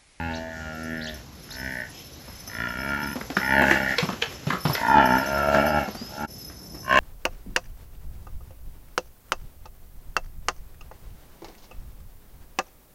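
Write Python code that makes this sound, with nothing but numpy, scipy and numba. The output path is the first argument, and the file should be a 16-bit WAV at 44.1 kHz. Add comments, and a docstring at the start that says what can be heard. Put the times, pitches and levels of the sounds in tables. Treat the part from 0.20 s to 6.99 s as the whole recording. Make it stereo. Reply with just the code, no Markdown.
"""A buffalo calf trots down a stone street, grunting low moos: vocal pulses ring its body cavities.
It moos faintly at first while a sparrow cheeps in gliding tones and small bells rattle as decaying modes.
From 2 s hooves and sandals knock as damped thuds, feet scuff in noise grains, and the calf passes right of centre.
The level dips briefly at 6.07 s, and the hum is duller from there to the last moo at 6.6 s.
Throughout, walls echo by delayed feedback and the village hums in bands of noise."""
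import sys
import numpy as np
from scipy import signal
from scipy.fft import rfft, irfft, next_fast_len
from scipy.io import wavfile
from scipy.ndimage import uniform_filter1d, map_coordinates
from numba import njit

SR = 44100
rng = np.random.default_rng(int(sys.argv[2]) if len(sys.argv) > 2 else 0)


def store_wav(level_fs):
    """Save 16-bit WAV to argv[1]."""
    pcm = np.round(np.clip(np.atleast_2d(level_fs), -1, 1) * 32767)
    wavfile.write(sys.argv[1], SR, pcm.T.astype(np.int16))


N = 299439
T = np.arange(N) / SR


def undb(db):
    """Decibel law: 20 dB is a tenfold amplitude."""
    return 10 ** (np.asarray(db) / 20)


def unit(x):
    """Normalisation to a root mean square of 1."""
    return x / np.sqrt(np.mean(x ** 2))


def noise():
    """White noise: equal mean power at every frequency."""
    return rng.standard_normal(N)


@njit
def moving_band(x, hz, width):
    """State-variable resonance: a band-pass with a moving centre, gain 1 there."""
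    y, band_state, low_state = np.empty(len(x)), 0., 0.
    for i in range(len(x)):
        g, k = np.tan(np.pi * hz[i] / SR), width / hz[i]
        v = (band_state + g * (x[i] - low_state)) / (1 + g * (g + k))
        band_state, low_state = 2 * v - band_state, low_state + 2 * g * v
        y[i] = k * v
    return y


def band(x, hz, width_hz):
    """Resonance at a fixed or moving centre frequency."""
    return moving_band(x, hz + np.zeros(len(x)), float(width_hz))


def walk(rate):
    """Random modulation: levels held 1 / rate s and slewed twice."""
    hold = int(SR / rate)
    levels = np.repeat(rng.standard_normal(N // hold + 1), hold)
    return uniform_filter1d(uniform_filter1d(levels, hold), hold)[:N]


def curve(table):
    """Linear interpolation of each column over time."""
    s, *columns = np.transpose(table)
    return [np.interp(T, s, c) for c in columns]


@njit
def folds(hz, rough, chance):
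    """Glottal excitation: a pulse at each closing of the vocal folds; roughness scatters period and size."""
    pulses, phase = np.zeros(len(hz) + 1), np.empty(len(hz))
    p, k = 1., 0
    for i in range(len(hz)):
        step = hz[i] * (1 + rough[i] * chance[k, 0]) / SR
        p += step
        if step == 0:  # a rate of zero rests the folds
            p = 1.
        elif p >= 1:
            p, k = p - 1, k + 1
            size = np.exp(rough[i] * chance[k, 1]) / np.sqrt(hz[i])
            # split between two samples, so the timing is finer than one
            pulses[i] += size * p / step
            pulses[i + 1] += size * (1 - p / step)
        phase[i] = p
    return pulses[:-1], phase


PATCHY_DB = 3.2  # scale of the random level walk of each resonance


def cavity(x, modes, drift):
    """Parallel formants, each applied twice so the valleys stay dark; levels swell and fade independently."""
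    total = 0
    for k, (hz, width_hz, db) in enumerate(modes):
        once = band(x, hz * drift, width_hz)
        twice = band(once, hz * drift, width_hz)
        total = total + (-1) ** k * undb(db + PATCHY_DB * walk(9)) * twice
    return total


# Pulse-rate and effort curves, one list a moo: time_s, pulse_rate_hz, relative_effort_db
MOO_CURVES = [
    [(0.0, 84.1, -35), (0.12, 81.2, -34.5), (0.26, 81.54, -43.5), (.45, 78.57, -41.5), (0.7, 81.5, -41.5),
     (0.9, 77.45, -44.5), (1.02, 74.8, -58.5)],
    [(1.29, 63.4, -53), (1.48, 65.76, -37.5), (1.63, 60.4, -40.5), (1.69, 61.4, -59)],
    [(2.298, 56.95, -48), (2.36, 56.7, -37.5), (2.43, 58.04, -30.5), (2.53, 59.7, -35), (2.66, 69.02, -29),
     (2.82, 72.4, -31), (2.93, 69.3, -38.5)],
    [(3.2, 65.04, -40.5), (3.3, 66, -28), (3.41, 69.68, -19), (3.52, 66.7, -22.5), (3.72, 65.6, -32),
     (3.75, 65, -31)],
    [(4.578, 56.1, -38.5), (4.66, 57.3, -30), (4.725, 72.5, -23.5), (4.775, 72.9, -18.5),
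     (4.85, 61.6, -23.5), (4.96, 64.56, -23.5), (5.07, 68.5, -33), (5.2, 71.4, -26), (5.34, 72.1, -23),
     (5.4, 69.93, -21.5), (5.48, 77.9, -26.5), (5.58, 74.1, -24), (5.66, 62, -37.5)],
    [(5.89, 64.5, -54), (6.03, 74.8, -33), (6.065, 75.8, -35.5)],
    [(6.63, 59.92, -50.5), (6.72, 63.8, -16.5), (6.79, 68.9, -14.5)],
]
# Voice of each moo: roughness (0-1), chest_db, nose_db (before the throat trade), relative to the mouth
MOO_VOICES = [(0.06, 0.5, -5.5), (0.202, -3.5, -11), (0.279, -4.5, -20), (0.347, -6.5, -14.5),
              (0.25, -5, -6.5), (0.261, 1, -4), (0.259, -15.5, -13)]
# Shape of throat and mouth: time_s, throat_hz, lower_mouth_hz (before scaling), upper_mouth_hz (same),
# throat_above_mouth_db
TRACT_SHAPE = [(0, 935, 1440, 1730, 2), (.2, 837, 1500, 1770, -9), (.54, 744, 1416, 1780, -8.5),
               (1.45, 893, 1555, 1848, -11.5), (2.32, 1010, 1430, 1890, -15.5),
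               (2.7, 922, 1424, 1750, -11.5), (3.22, 895, 1462, 1950, -2), (3.45, 898, 1505, 1734, -10),
               (3.72, 826.6, 1444, 1910, -11), (4.6, 900, 1510, 1876, -3), (4.76, 832, 1382, 1750, 4),
               (5.02, 904, 1436, 1757, -4.5), (5.26, 929.7, 1380, 1692, -13.5),
               (5.4, 793.7, 1400, 1722, -3.5), (6.03, 847, 1411, 1690, 0), (6.7, 1080, 1547, 1760, -8)]
# Chest, nose and lip resonances: centre_hz, width_hz (of one pass), relative_level_db
CHEST_MODES = [(80, 96, 1.5), (240, 141, 3.5)]
NOSE_MODES = [(642, 129, 11.5), (353, 154, -6)]
# The lip centres rise with the upper mouth resonance
LIP_MODES = [(2327, 161, -7), (2830, 310, -9.5), (3353, 120, -14.5), (4310, 290, -24)]
THROAT_WIDTH_HZ, LOWER_WIDTH_HZ, LOWER_DB = 104, 101, 3.5
UPPER_WIDTH_HZ, UPPER_REST_HZ, UPPER_RISE_DB_PER_HZ = 307, 1783, 0.055
NOSE_TRADE = 0.38  # dB the nose gains for each dB the throat loses


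def calf():
    """Source-filter principle: pulses and breath gated once a cycle excite cavities that change shape."""
    hz, effort_db = curve(np.vstack(MOO_CURVES))
    throat_hz, lower_hz, upper_hz, throat_db = curve(TRACT_SHAPE)
    starts, ends = np.transpose([(m[0][0], m[-1][0]) for m in MOO_CURVES])
    which = np.clip(np.searchsorted(starts, T + .02) - 1, 0, None)
    rough, chest_db, nose_db = np.transpose(MOO_VOICES)[:, which]
    rough = np.clip(rough, 0, 1)
    voiced = (T >= starts[which]) & (T <= ends[which])

    waver = 1 + .004 * walk(18)
    chance = rng.standard_normal((N // 300, 2)) * [.04, .5]  # scatter of period and of log size
    pulses, phase = folds(hz * waver * voiced, rough, chance)
    breath = unit(noise() * np.exp(-phase / .25))
    source = unit(pulses) + voiced * rough * breath

    jaw = 1 + .035 * walk(8)
    # a wider mouth raises its upper resonance and lets more of it out
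    upper_db = UPPER_RISE_DB_PER_HZ * (upper_hz - UPPER_REST_HZ)
    mouth_modes = [(lower_hz, LOWER_WIDTH_HZ, LOWER_DB), (upper_hz, UPPER_WIDTH_HZ, upper_db)]
    mouth = cavity(source, mouth_modes, 0.98)
    # a chesty voice comes through half-closed lips
    lips = cavity(source, LIP_MODES, jaw * (upper_hz / UPPER_REST_HZ) ** .5)
    mouth = mouth + undb(-chest_db / 2 - 2.5) * lips

    chest = undb(chest_db) * unit(cavity(source, CHEST_MODES, jaw))
    nose = undb(nose_db - NOSE_TRADE * throat_db) * unit(cavity(source, NOSE_MODES, jaw))
    throat = undb(throat_db) * unit(cavity(source, [(throat_hz, THROAT_WIDTH_HZ, 0)], jaw))
    return undb(effort_db) * (unit(mouth) + chest + nose + throat)


# Hooves and sandals: start_s, relative_thud_db, thud_hz, relative_crack_db
FOOTFALLS = [(2.079, -43.5, 225, -65), (2.276, -49, 240, -56), (2.957, -29, 248.2, -68),
             (3.01, -36.5, 212, -41), (3.102, -30, 269, -51), (3.167, -22, 195.6, -27.5),
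             (3.419, -21, 258, -50), (3.51, -20, 335, -23.5), (3.783, -24.5, 487, -27.5),
             (3.827, -22, 165.4, -42), (3.888, -27, 190, -33.5), (3.928, -33, 222, -39.5),
             (4.022, -29, 460, -33), (4.269, -21.5, 151, -41), (4.303, -30.5, 240, -28),
             (4.332, -26.5, 175, -32.5), (4.452, -18, 154, -23), (4.497, -21.5, 134.7, -35),
             (4.551, -34.5, 400, -30.5), (5.345, -27.5, 212, -25), (5.678, -30, 209.8, -56),
             (5.748, -36, 221, -51), (5.814, -33, 233, -55), (6.297, -45.5, 307, -53),
             (6.545, -40, 305, -55.5)]
SCRAPE_S = .025  # grit starts before the foot lands


def steps():
    """Impact of damped bodies: a thud rings and rumbles out; harder feet sound higher, brighter and grittier."""
    out = np.zeros(N + SR)
    t = np.arange(SR // 8) / SR - SCRAPE_S
    u = np.maximum(t, 0)  # time since landing
    for s, db, hz, crack_db in FOOTFALLS:
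        snap_noise, grain_noise, grain_level = rng.standard_normal((3, len(t)))
        thud = np.sin(2 * np.pi * hz * u) * np.exp(-u / 0.011) * (1 - np.exp(-u / 0.003))
        crack_hz = 95 * np.sqrt(hz)
        snap = snap_noise * u / 0.00029 * np.exp(-u / 0.002)
        crack = band(band(snap, crack_hz, 4 * hz), crack_hz, 4 * hz)
        grains = grain_noise * undb(5 * np.repeat(grain_level, 130)[:len(t)])
        rumble = (t > 0) * np.exp(-u / 0.021) * unit(band(grains, 2 * hz, 500))
        thud = thud + 0.31 * rumble
        scrape = np.exp(np.minimum(t / 0.008, -t / 0.02))  # swells until landing, then dies
        grit = band(grains, 1800, 3000) * scrape * (hz / 1100) ** 2
        step = 3.24 * undb(db) * thud + 11 * undb(crack_db) * (crack + grit)
        out[int((s - SCRAPE_S) * SR):][:len(t)] += step
    return out[:N]


# Hard shakes of the bells: start_s, relative_level_db
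BELL_SHAKES = [(0.941, -34), (2.274, -29), (4.53, -22), (4.854, -28.5), (5.4603, -30)]
# How hard the trot rattles them: time_s, relative_level_db
TROT_RATTLE = [(0, -105), (.6, -59.5), (3.3, -50), (6.79, -52)]
# Clear modes of the bells: pitch_hz (before the waver), relative_level_db
BELL_MODES = [(5150, 1.5), (5340, 4.5), (6060, -1), (10800, -1), (11790, 0)]
BELL_T60_S, BELL_RISE_S = .065, .004
BELL_WAVER = .016  # scale of the random detuning, share of pitch


def bells():
    """Modal ringing: pellets tick inside small bells, and each tick favours other modes."""
    chance = rng.random((1500, 2))
    at = (chance[:, 0] * N).astype(int)
    scatter_db = 10 * chance[:, 1] ** 3 + 4 * walk(14)[at]  # the rattle comes in bursts
    rattle_ticks = np.c_[at / SR, curve(TROT_RATTLE)[0][at] + scatter_db]
    ticks = np.vstack([rattle_ticks, BELL_SHAKES])
    share_db = 5 * rng.standard_normal((len(ticks), len(BELL_MODES)))
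    log_decay = np.log(1000) / (BELL_T60_S * SR)  # 60 dB is a factor of 1000
    out = rattle = 0
    for (hz, db), share in zip(BELL_MODES, share_db.T):
        blows = np.zeros(N)
        np.add.at(blows, (ticks[:, 0] * SR).astype(int), undb(ticks[:, 1] + share + db - 3.5))
        pole = np.exp(2j * np.pi * hz / SR - log_decay)
        onset = pole * np.exp(-1 / (BELL_RISE_S * SR))  # the pellet rolls in, so the ring swells
        ring = signal.lfilter([pole - onset], np.poly([pole, onset]), blows)
        # loose pellets detune the ring
        swing = np.exp(2j * np.pi * np.cumsum(hz * BELL_WAVER * walk(150)) / SR)
        out = out + (ring * swing).imag
        rattle = rattle + blows
    # the many small modes between the clear ones blur into a hiss that dies with them
    hiss_level = signal.lfilter([1], [1, -np.exp(-log_decay)], rattle)
    return out + .1 * hiss_level * band(noise(), 11200, 4000)


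# Scuffing of feet, louder as they come near: time_s, level_db
SCUFF_LEVEL = [(1.6, -78), (2.5, -68), (3.5, -38), (4.7, -38), (6.05, -44), (6.08, -88)]


def scuff():
    """Granular friction: dense sand grains under the feet in short drags, unrelated left and right."""
    drag_db = 5 * walk(35) + 6 * walk(7)
    grain_db = 2 * rng.exponential(size=(2, N)) + drag_db
    grains = rng.standard_normal((2, N)) * undb(grain_db)
    wide = np.array([band(g, 2000, 4500) + 5 * band(g, 330, 350) for g in grains])
    return unit(wide) * undb(curve(SCUFF_LEVEL)[0])


# Where the calf is: time_s, left_minus_right_db, left_lag_ms
CALF_PATH = [(3.3, -0.5, 0.042), (4.1, -12, 0.33), (4.7, -2, 0.17)]


def place(x):
    """Binaural cues: arrival time and level at two ports follow the path; the bass keeps its level."""
    pan_db, lag_ms = curve(CALF_PATH)
    at = np.arange(N) - np.outer([.5, -.5], lag_ms) * SR / 1000
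    bass = band(x, 140, 140)
    sides = bass + (x - bass) * undb(np.array([pan_db, -pan_db]) / 2)
    return np.array([map_coordinates(c, [a], order=3) for c, a in zip(sides, at)])


HOARSE = .11  # scale of the birds' random pitch scatter, share of pitch


def whistle(s, length, from_hz, to_hz, db):
    """Frequency modulation: a gliding sine that fades in and out within a few ms."""
    on = uniform_filter1d(1. * ((T > s) & (T < s + length)), size=130)
    hz = from_hz + (to_hz - from_hz) * np.clip((T - s) / length, 0, 1) ** .75  # the glide slows
    hz *= (1 + HOARSE * walk(900) * (length < .05))  # short notes are hoarse, long notes clear
    return on * undb(db) * np.sin(2 * np.pi * np.cumsum(hz) / SR)


# A cheep is a rising and a falling note: start_after_cheep_s, length_s, from_hz, to_hz, relative_level_db
CHEEP_NOTES = [(0, 0.0185, 3580, 4430, -4), (0.016, 0.032, 7440, 3830, -8.5)]
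# Cheeps of the sparrow: start_s, relative_level_db
SPARROW_CHEEPS = [(0.137, -34), (0.849, -34), (1.309, -33)]
# Two gliding notes around the second cheep, two later rising whistles:
# start_s, length_s, from_hz, to_hz, level_db
GLIDES_AND_WHISTLES = [(0.81, 0.038, 3300, 4970, -39), (0.87, 0.03, 3200, 3606, -35.5),
                       (5.475, .095, 4454, 5390, -45), (5.77, 0.12, 4614, 5220, -41)]


def chirps():
    """Gliding tones: three cheeps, two gliding notes around the second, and two later rising whistles."""
    cheeps = [np.add(note, [s, 0, 0, 0, db]) for s, db in SPARROW_CHEEPS for note in CHEEP_NOTES]
    return sum(whistle(*row) for row in cheeps + list(GLIDES_AND_WHISTLES))


@njit
def walls(x, lags, gain, damp):
    """Reverberation by feedback: eight delay lines feed each other, duller on every round."""
    line, soft, out = np.zeros((8, 4096)), np.zeros(8), np.zeros((2, len(x)))
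    for i in range(len(x)):
        total = 0.
        for k in range(8):
            soft[k] += (1 - damp) * (gain[k] * line[k, (i - lags[k]) & 4095] - soft[k])
            total += soft[k]
            out[k % 2, i] += soft[k]
        for k in range(8):
            line[k, i & 4095] = x[i] + soft[k] - total / 4
    return out


# Spectrum of the village hum: centre_hz, relative_level_db (per Hz)
VILLAGE_SPECTRUM = [(30, 1), (60, 1), (240, -11.5), (1100, -23.5), (6000, -26), (15000, -38.5)]
VILLAGE_DB = -41.5


def village():
    """Band-filtered noise: half-octave bands swell together and flicker alone; the bass is alike on both sides."""
    out, swell = 0, walk(1.0)
    f, d = np.transpose(VILLAGE_SPECTRUM)
    for hz in 45 * 2 ** np.arange(0, 8.6, .5):
        mid, side = (band(band(noise(), hz, hz / 2), hz, hz / 2) for _ in range(2))
        db = np.interp(np.log(hz), np.log(f), d) + 1.5 * swell + 3 * walk(12)
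        spread = min(hz / 900, .7) * side * np.array([[1], [-1]])
        out = out + undb(db) * (mid + spread)
    return unit(out) * undb(VILLAGE_DB)


STREET_T60_S, STREET_DAMP = 0.23, 0.1  # decay time before damping; share of smoothing
DIP_S, DIP_WIDTH_S, DIP_DB = 6.068, .01, -24  # the level dips briefly


def scene():
    """Superposition: near sources, birds, echo, hum and scuffing add up."""
    near, far = calf() + steps() + bells(), chirps()
    lags = rng.integers(150, 2600, size=8)  # samples
    gain = undb(-60 * lags / SR / STREET_T60_S)
    echo = walls(band(near, 1600, 8200) + far + 1e-18, lags, gain, STREET_DAMP)
    echo = echo * ((T < DIP_S) | (T > DIP_S + STREET_T60_S))  # the echo is silent just after the dip
    hum = village()
    hum_treble = np.array([band(c, 2560, 6900) for c in hum])
    hum = hum - 0.52 * (T > DIP_S) * hum_treble  # the hum is duller after the dip
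    sound = place(near) + far + undb(-10) * echo + hum + scuff()
    return sound * undb(DIP_DB * np.exp(-((T - DIP_S) / DIP_WIDTH_S) ** 2))


# Phase of the shared treble: frequency_hz, left_lead (half turns)
TREBLE_TURN = [(7000, 0), (8300, 1), (9600, 1), (11500, 2), (13600, 2), (14500, 3)]
SHARED_HZ, TOP_HZ = 7200, 15700


def record(dry):
    """Linear filtering and saturation: shared treble with turned phase, rounded peaks, no rumble or top."""
    size = next_fast_len(N)
    left, right = rfft(dry, size)
    hz = np.arange(len(left)) * SR / size
    shared = 1 / (1 + (SHARED_HZ / (hz + 1)) ** 16)
    turned = left * np.exp(-1j * np.pi * np.interp(hz, *np.transpose(TREBLE_TURN)))
    right = right + 0.97 * shared * (turned - right)
    rumble_cut = hz ** 2 / (hz ** 2 + 40 ** 2)
    both = irfft(rumble_cut * [left, right], size)[:, :N]
    top_cut = signal.ellip(10, .2, 70, TOP_HZ, fs=SR, output="sos")
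    return signal.sosfilt(top_cut, np.tanh(both))


dry = scene()
out = record(dry)
store_wav(out)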